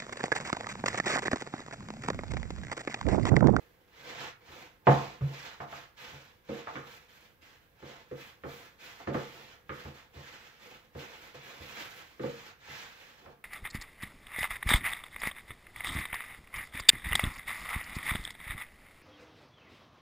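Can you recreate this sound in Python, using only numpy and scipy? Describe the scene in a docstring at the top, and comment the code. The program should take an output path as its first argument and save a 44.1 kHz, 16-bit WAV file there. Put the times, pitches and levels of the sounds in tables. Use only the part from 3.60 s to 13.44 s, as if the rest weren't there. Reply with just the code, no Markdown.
"""Hands mix and press flour dough in a bowl on a kitchen counter, a few steps from a two-port microphone.
A faint, slowly swelling room noise lies under everything, and a faint stroke is already under way.
Harder strokes follow, grains scraping and ringing the bowl wall under a dry flour hiss; at 1.27 s comes
the loudest knock: bowl, rim and clack ring from a short push, and the counter booms.
Then strokes overlap to the end among softer knocks, all blurred by decaying noise tails of a small hard room."""
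import sys
import numpy as np
from scipy import signal
from scipy.fft import rfft, irfft, next_fast_len
from scipy.io import wavfile
from scipy.ndimage import uniform_filter1d

SR = 44100
rng = np.random.default_rng(int(sys.argv[2]) if len(sys.argv) > 2 else 0)


def amplitude_ratio(level_db):
    """Convert a level in decibels to the matching linear amplitude (field) ratio."""
    exponent = np.asarray(level_db, float) / 20
    return 10 ** exponent


def wav_record(signal):
    """Record a signal, one row per channel, as 16-bit PCM in the file named by sys.argv[1]."""
    frames = np.transpose(np.atleast_2d(signal))
    bounded = np.clip(frames, -1, 1)
    # unit amplitude maps onto the largest positive 16-bit level
    quanta = np.round(bounded * 32767).astype(np.int16)
    wavfile.write(sys.argv[1], SR, quanta)


N = 433944

# Strokes of the hands. Each row: start in seconds, length in seconds, share of the length before the peak (0-1),
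# then relative levels in dB of the grit, the dry flour hiss and the ring of the bowl wall.
HAND_STROKES = [(-.12, 0.54, 0.26, -74, -82, -75), (0.303, 0.31, 0.6, -56.5, -71, -59),
                (0.429, 0.19, 0.3, -48.5, -77, -51.5), (0.545, 0.19, 0.38, -46.5, -67.5, -49.5),
                (0.823, 0.33, .42, -54.5, -70.5, -55.5), (1.261, 0.33, 0.12, -45, -65, -43.5),
                (1.581, 0.26, .3, -58.5, -72, -52.5), (1.661, 0.36, 0.4, -50.5, -69.5, -60),
                (2.004, 0.053, 0.13, -53.5, -74, -70), (2.06, .25, .32, -54.5, -70.5, -62),
                (2.355, 0.42, 0.1, -54, -70.5, -63.5), (2.857, 0.22, 0.4, -53.5, -71.5, -55),
                (3.015, 0.37, 0.27, -57, -78, -55), (3.171, 0.31, 0.46, -55.5, -69, -68),
                (3.452, 0.32, 0.24, -63.5, -74.5, -91), (3.808, 0.32, 0, -63, -79, -75),
                (4.179, 0.31, 0.31, -56.5, -75.5, -58), (4.493, 0.29, 0.47, -56, -68.5, -67.5),
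                (4.827, 0.35, 0.23, -56, -67, -65.5), (5.183, 0.34, 0.1, -53, -67.5, -63),
                (5.456, 0.06, 0.47, -55, -87, -53), (5.52, 0.28, 0.06, -52, -68, -75),
                (5.635, 0.39, 0.2, -56, -70, -59), (5.816, 0.15, 0.68, -59.5, -81, -66.5),
                (6.077, 0.37, 0.19, -57, -71, -65), (6.245, 0.24, 0.45, -58.5, -75, -65),
                (6.5, 0.19, 0.38, -60.5, -75, -59), (6.61, 0.56, 0.03, -55.5, -73, -66),
                (6.97, 0.33, 0.2, -56.5, -71, -60), (7.335, 0.3, 0.14, -53.5, -69, -57),
                (7.483, 0.28, 0.53, -57, -70, -64), (7.739, .07, 0, -57.5, -73.5, -67),
                (7.77, 0.36, 0.25, -53, -68, -58), (7.98, 0.75, 0.05, -53.5, -66.5, -62.5),
                (8.146, .22, 0.28, -47.5, -62.5, -57), (8.265, 0.17, 0.7, -52.5, -64.5, -58),
                (8.596, 0.36, 0.1, -53, -69.5, -72), (8.723, 0.23, 0.58, -56.5, -72, -66),
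                (9.015, 0.25, 0.65, -51.5, -66.5, -67), (9.167, 0.23, 0.34, -55, -71, -68),
                (9.288, 0.4, 0.25, -56.5, -71.5, -66.5), (9.573, 0.2, 0.34, -66.5, -81.5, -62)]
# Tones of the bowl's body. Each row: frequency in Hz, relative level in dB, time to fall 60 dB in seconds.
BOWL_MODES = [(215, -3, 0.091), (261, -0.5, 0.048), (321.5, -0.5, .08), (369.6, -2.5, 0.093),
              (451.3, 0, 0.062), (468, -7, 0.35), (493, 0.5, 0.12), (556.6, -1.5, 0.089)]
# Tones of the counter. Each row: frequency in Hz, relative level in dB, time to fall 60 dB in seconds.
COUNTER_MODES = [(115.7, -8, 0.12), (137.7, 0, 0.3), (150.1, -16.5, 0.28), (157, -11, 0.26)]
# Tones of the bowl's rim. Each row: frequency in Hz, relative level in dB, time to fall 60 dB in seconds.
RIM_MODES = [(686, -2.5, 0.049), (767, -5.5, 0.059), (871, -4, .06), (1057, -4.5, 0.041)]
# Decay of the kitchen. Each row: frequency in Hz, time to fall 60 dB in seconds.
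KITCHEN_DECAY = [(100, 0.59), (400, 0.28), (1200, 0.45), (3000, 0.22), (8000, 0.17), (13000, 0.1)]


def evened(x):
    """Scales to rms 1."""
    return x / np.sqrt(np.mean(x ** 2) + 1e-20)


def read(points, hz):
    """Reads a curve of (Hz, value) rows on a log-frequency axis."""
    f, value = np.transpose(points)
    return np.interp(np.log(hz + 1), np.log(f + 1), value)


def coloured(x, spectrum):
    """Filters x by a spectrum in dB, then scales it to rms 1."""
    size = next_fast_len(N)
    gain = amplitude_ratio(read(spectrum, np.fft.rfftfreq(size, 1 / SR)))
    return evened(irfft(rfft(x, size) * gain, size)[..., :N])


def wander(samples):
    """Random curve of rms 1, smoothed over this many samples."""
    return evened(uniform_filter1d(rng.standard_normal(N), size=samples))


def ring(modes):
    """The dying tones of a part, peak 1; neighbours start in opposite directions."""
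    t = np.arange(SR // 3)[:, None] / SR
    hz, db, t60 = np.transpose(modes)
    tones = amplitude_ratio(db - 60 * t / t60) * np.sin(2 * np.pi * hz * t)
    total = tones @ (-1.) ** np.arange(len(hz))
    return total / abs(total).max()


def room_noise():
    """Faint two-sided noise of a fixed colour that swells slowly."""
    # Spectrum of the room noise. Each row: frequency in Hz, relative density in dB per Hz.
    air = [(12, -40.5), (20, 13), (186, -6), (290, -13), (748, -14), (1500, -14), (1630, -7.5), (1780, -14),
           (3370, -21.5), (6950, -33.5), (10000, -33), (12000, -29.5), (15600, -23), (16100, -57.5)]
    swell = amplitude_ratio(0.44 * wander(12000))
    return amplitude_ratio(-64) * swell * coloured(rng.standard_normal((2, N)), air)


def echoes(count):
    """Stereo room tails: strong echoes off the near walls, then a decay band by band; each spot has its own."""
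    hz, t, z = signal.stft(rng.standard_normal((count, 2, SR // 2)), SR, nperseg=512)
    decay = amplitude_ratio(-60 * t / read(KITCHEN_DECAY, hz)[:, None])
    tails = signal.istft(z * decay, SR, nperseg=512)[1]
    t = np.arange(tails.shape[2]) / SR
    onset = np.minimum(t / 0.0015, 1)
    tails *= onset * (1 + 0.47 * np.exp(-t / 0.0075))
    return tails / np.sqrt((tails ** 2).sum(2).mean())


def blur(x):
    """The hands never stay put, so their reverberation keeps only its energy, dying band by band."""
    hz, t, z = signal.stft(x, SR, nperseg=512, noverlap=384)
    keep = amplitude_ratio(-120 * t[1] / read(KITCHEN_DECAY, hz))  # share of the power left after one frame
    power = np.array([signal.lfilter([0, 1 - k], [1, -k], abs(row) ** 2) for k, row in zip(keep, z)])
    real, imaginary = rng.standard_normal((2, 2, *power.T.shape)).transpose(0, 1, 3, 2)
    noise = np.sqrt(abs(power)) * (real + 1j * imaginary)
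    return signal.istft(noise, SR, nperseg=512, noverlap=384)[1][:, :N]


def knocks():
    """Each blow is a short push; every part rings as hard as the blow reaches it. Returns direct, diffuse."""
    # Blows on bowl and counter. Each row: time in seconds, then relative levels in dB of the bowl body,
    # the counter boom, the rim, the clack and the dull thud.
    blows = [(0.888, -55, -65, -73, -47, -53.5), (1.269, -16, -17.5, -12, -14.5, -58),
             (1.609, -42.5, -25, -50.5, -40.5, -37), (2.002, -43.5, -49, -32.5, -33, -55),
             (2.126, -57, -54, -41, -34.5, -54), (2.527, -53, -51, -54, -63, -53),
             (2.89, -30.5, -49, -43, -41, -51), (3.071, -70, -75, -35, -31.5, -73),
             (3.155, -40.5, -48, -50, -29, -58), (4.225, -44, -52, -50, -44, -54),
             (4.512, -37, -46, -50.5, -43.5, -53), (4.836, -40, -66, -54, -34.5, -50),
             (4.85, -36.5, -47.5, -42.5, -58, -53), (5.399, -51, -70, -48, -44, -69),
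             (5.472, -27.5, -38.5, -34.5, -29.5, -43), (5.543, -27.5, -39, -33, -26, -44),
             (6.093, -39, -48, -60, -28, -46), (6.252, -43.5, -46.5, -45.5, -44, -41.5),
             (6.56, -50, -48.5, -63, -49, -44.5), (7.35, -38.5, -46, -47.5, -45, -44),
             (7.745, -50, -53, -49, -49, -62), (8.004, -46.5, -57, -55, -51, -46),
             (8.167, -48.5, -69, -55, -40, -74), (8.595, -33, -43, -51, -38.5, -60),
             (8.634, -30, -40, -41, -35.5, -53), (9.081, -52.5, -57.5, -53, -55, -55),
             (9.659, -50, -61, -48, -44.5, -58)]
    # Short tones of the clack. Each row: frequency in Hz, relative level in dB, time to fall 60 dB in seconds.
    clack_modes = [(1228, -2, 0.013), (1520, 3, 0.0058), (1813, 2.5, 0.0061), (2230, 0.5, 0.0056),
                   (2800, 2.5, 0.0027), (3370, -1, 0.0031), (4340, -7, 0.0022)]
    # Low tones of the thud. Each row: frequency in Hz, relative level in dB, time to fall 60 dB in seconds.
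    thud_modes = [(50, -11.5, 0.062), (79.1, 6.5, 0.23)]
    u = np.arange(200) / SR / 0.00008  # the push peaks after 0.08 ms
    push = u * np.exp(-u)
    all_modes = (BOWL_MODES, COUNTER_MODES, RIM_MODES, clack_modes, thud_modes)
    parts = np.array([np.convolve(ring(modes), push)[:SR // 3] for modes in all_modes])
    # the cupboard under the counter takes a moment to boom
    parts[1] *= np.minimum(np.arange(SR // 3) / SR / 0.033, 1)
    parts /= abs(parts).max(1)[:, None]
    direct, diffuse = np.zeros(N + SR), np.zeros((2, N + SR))
    for (seconds, *parts_db), tail in zip(blows, echoes(count=len(blows))):
        bowl, counter, rim, clack, thud = amplitude_ratio(parts_db)[:, None] * parts
        blow = amplitude_ratio(-4.5) * (bowl + rim + clack)
        bass = amplitude_ratio(1.5) * (counter + thud)  # too long a wave to scatter: it stays out of the echoes
        at = round(seconds * SR)
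        direct[at:][:len(blow)] += amplitude_ratio(2.5) * blow + bass
        wet = signal.fftconvolve(blow[None], tail, axes=1)
        diffuse[:, at:][:, :wet.shape[1]] += amplitude_ratio(7) * wet
    return direct[:N], diffuse[:, :N]


def arches(peaks_db, late_share, start_db, end_db, offset_db):
    """Gain of one layer: every stroke swells to its peak and dies away; overlapping strokes add in power."""
    arch_power = 2.1  # higher = flatter top, steeper flanks
    start, length, peak = np.transpose(HAND_STROKES)[:3, :, None]
    t = np.arange(0, N / SR + .004, .002)
    u = (t - start) / length
    peak = np.clip(peak + late_share, .05, .95)
    rise_db = start_db * abs(1 - u / peak) ** arch_power
    fall_db = end_db * abs((u - peak) / (1 - peak)) ** arch_power
    down_db = np.where(u < peak, rise_db, fall_db)
    power = (amplitude_ratio(peaks_db[:, None] + offset_db - down_db) ** 2).sum(0)
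    return np.interp(np.arange(N) / SR, t, np.sqrt(power))


def strokes():
    """Dense uneven grains slip along the wall and set it ringing; returns scrape, flour hiss, two-sided ring."""
    # Spectrum of the coarse scrape. Each row: frequency in Hz, relative density in dB per Hz.
    coarse_colour = [(40, -12.5), (135, 0), (200, -32.5), (700, -4.5), (1200, -1.5), (1400, 0.5),
                     (2000, -0.5), (2600, -3.5), (4000, -38), (9000, -76.5)]
    # Spectrum of the fine scrape. Each row: frequency in Hz, relative density in dB per Hz.
    fine_colour = [(800, -41), (2000, -12), (2640, -3.5), (3300, 0), (4500, -5.5), (7000, -13), (8500, -27),
                   (11000, -87.5)]
    # Spectrum of the dry flour hiss. Each row: frequency in Hz, relative density in dB per Hz.
    flour_colour = [(5000, -22), (8000, -6), (10000, -6.5), (12500, 2), (15700, 0.5), (16300, -47)]
    grit_db, hiss_db, wall_db = np.transpose(HAND_STROKES)[3:]
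    coarse = arches(grit_db, late_share=.01, start_db=14, end_db=27.3, offset_db=2.3)
    fine = arches(grit_db, late_share=0.012, start_db=15.5, end_db=23.4, offset_db=0.3)
    hiss = arches(hiss_db, late_share=.03, start_db=22, end_db=22, offset_db=0.3)
    # the wall stirs faintly between strokes
    body = arches(wall_db, late_share=.08, start_db=31, end_db=32, offset_db=0.18) + amplitude_ratio(-73)
    rim = arches(wall_db, late_share=0.2, start_db=18, end_db=22, offset_db=-2.5) + amplitude_ratio(-84.5)

    grains_per_s, grain_spread_db = 7000, 1
    sizes = amplitude_ratio(grain_spread_db * np.minimum(rng.exponential(1, N), 5))
    grains = sizes * (rng.random(N) < grains_per_s / SR)
    grains *= rng.choice([-1., 1.], N)
    judder = amplitude_ratio(2.0 * wander(700) + 1.3 * wander(2500))  # the hand sticks and slips
    scrape = judder * (coarse * coloured(grains, coarse_colour) + fine * coloured(grains, fine_colour))
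    flour = judder ** 0.49 * hiss * coloured(grains, flour_colour)

    rubbing = judder * rng.standard_normal((2, N))
    bowl_ring, rim_ring, counter_ring = [
        evened(signal.oaconvolve(rubbing, ring(modes)[None], axes=1)[:, :N])
        for modes in (BOWL_MODES, RIM_MODES, COUNTER_MODES)]
    wall = body * (bowl_ring + amplitude_ratio(-11.0) * counter_ring) + rim * rim_ring
    return scrape, flour, wall


def two_ports(direct, diffuse):
    """Direct sound is shared, diffuse sound is alike by frequency; then level and phase part the two ports."""
    # Likeness of the diffuse sound at the ports. Each row: frequency in Hz, likeness (0-1).
    likeness = [(60, 0.66), (150, 0.79), (300, 0.74), (500, 0.94), (1000, 0.24), (2000, 0.026),
                (5000, 0.25), (8000, 0.28), (12000, 1)]
    # Phase between the ports. Each row: frequency in Hz, lead of the left port in radians.
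    left_lead = [(60, 0), (150, -.15), (300, -.45), (500, -.95), (1200, -1.4), (3000, -1.5), (6500, -1.4),
                 (9000, -.2), (16000, 0)]
    # Level between the ports. Each row: frequency in Hz, left minus right in dB.
    left_louder = [(60, 0), (130, -1), (290, -1.5), (640, -2.0), (1410, -3), (3100, -2), (6820, -9.5),
                   (15000, -3.5)]
    size = next_fast_len(N)
    hz = np.fft.rfftfreq(size, 1 / SR)
    direct = rfft(direct, size)
    left, other = rfft(diffuse, size)
    same = np.clip(read(likeness, hz), 0, 1)
    right = same * left + np.sqrt(1 - same ** 2) * other
    # each port takes half of the difference
    half = amplitude_ratio(read(left_louder, hz) / 2) * np.exp(.5j * read(left_lead, hz))
    return irfft(np.array([(direct + left) * half, (direct + right) / half]), size)[:, :N]


def scene():
    """Sums the direct sound of hands and knocks, and the diffuse sound of kitchen and wall, at the two ports."""
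    blows, blow_echoes = knocks()
    scrape, flour, wall = strokes()
    # the bowl stays in its corner: one fixed short tail
    corner = echoes(count=1)[0, :, :SR // 10]
    near = amplitude_ratio(-6.5) * signal.oaconvolve(scrape[None], corner, axes=1)[:, :N]
    blurred = amplitude_ratio(-2.5) * blur(scrape + amplitude_ratio(-3) * flour)
    direct = blows + amplitude_ratio(-9) * scrape + amplitude_ratio(-1) * flour
    diffuse = blow_echoes + blurred + near + wall + room_noise()
    return two_ports(direct, diffuse)


def low_pass(x):
    """Removes everything above the highest recorded frequency."""
    return signal.sosfilt(signal.butter(12, 15800, fs=SR, output="sos"), x)


def record(dry):
    """The microphone drops the deepest bass, below 61 Hz."""
    low_cut = signal.butter(2, 61, "high", fs=SR, output="sos")
    heard = signal.sosfilt(low_cut, dry)
    return low_pass(heard)


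dry = scene()
out = record(dry)
wav_record(out)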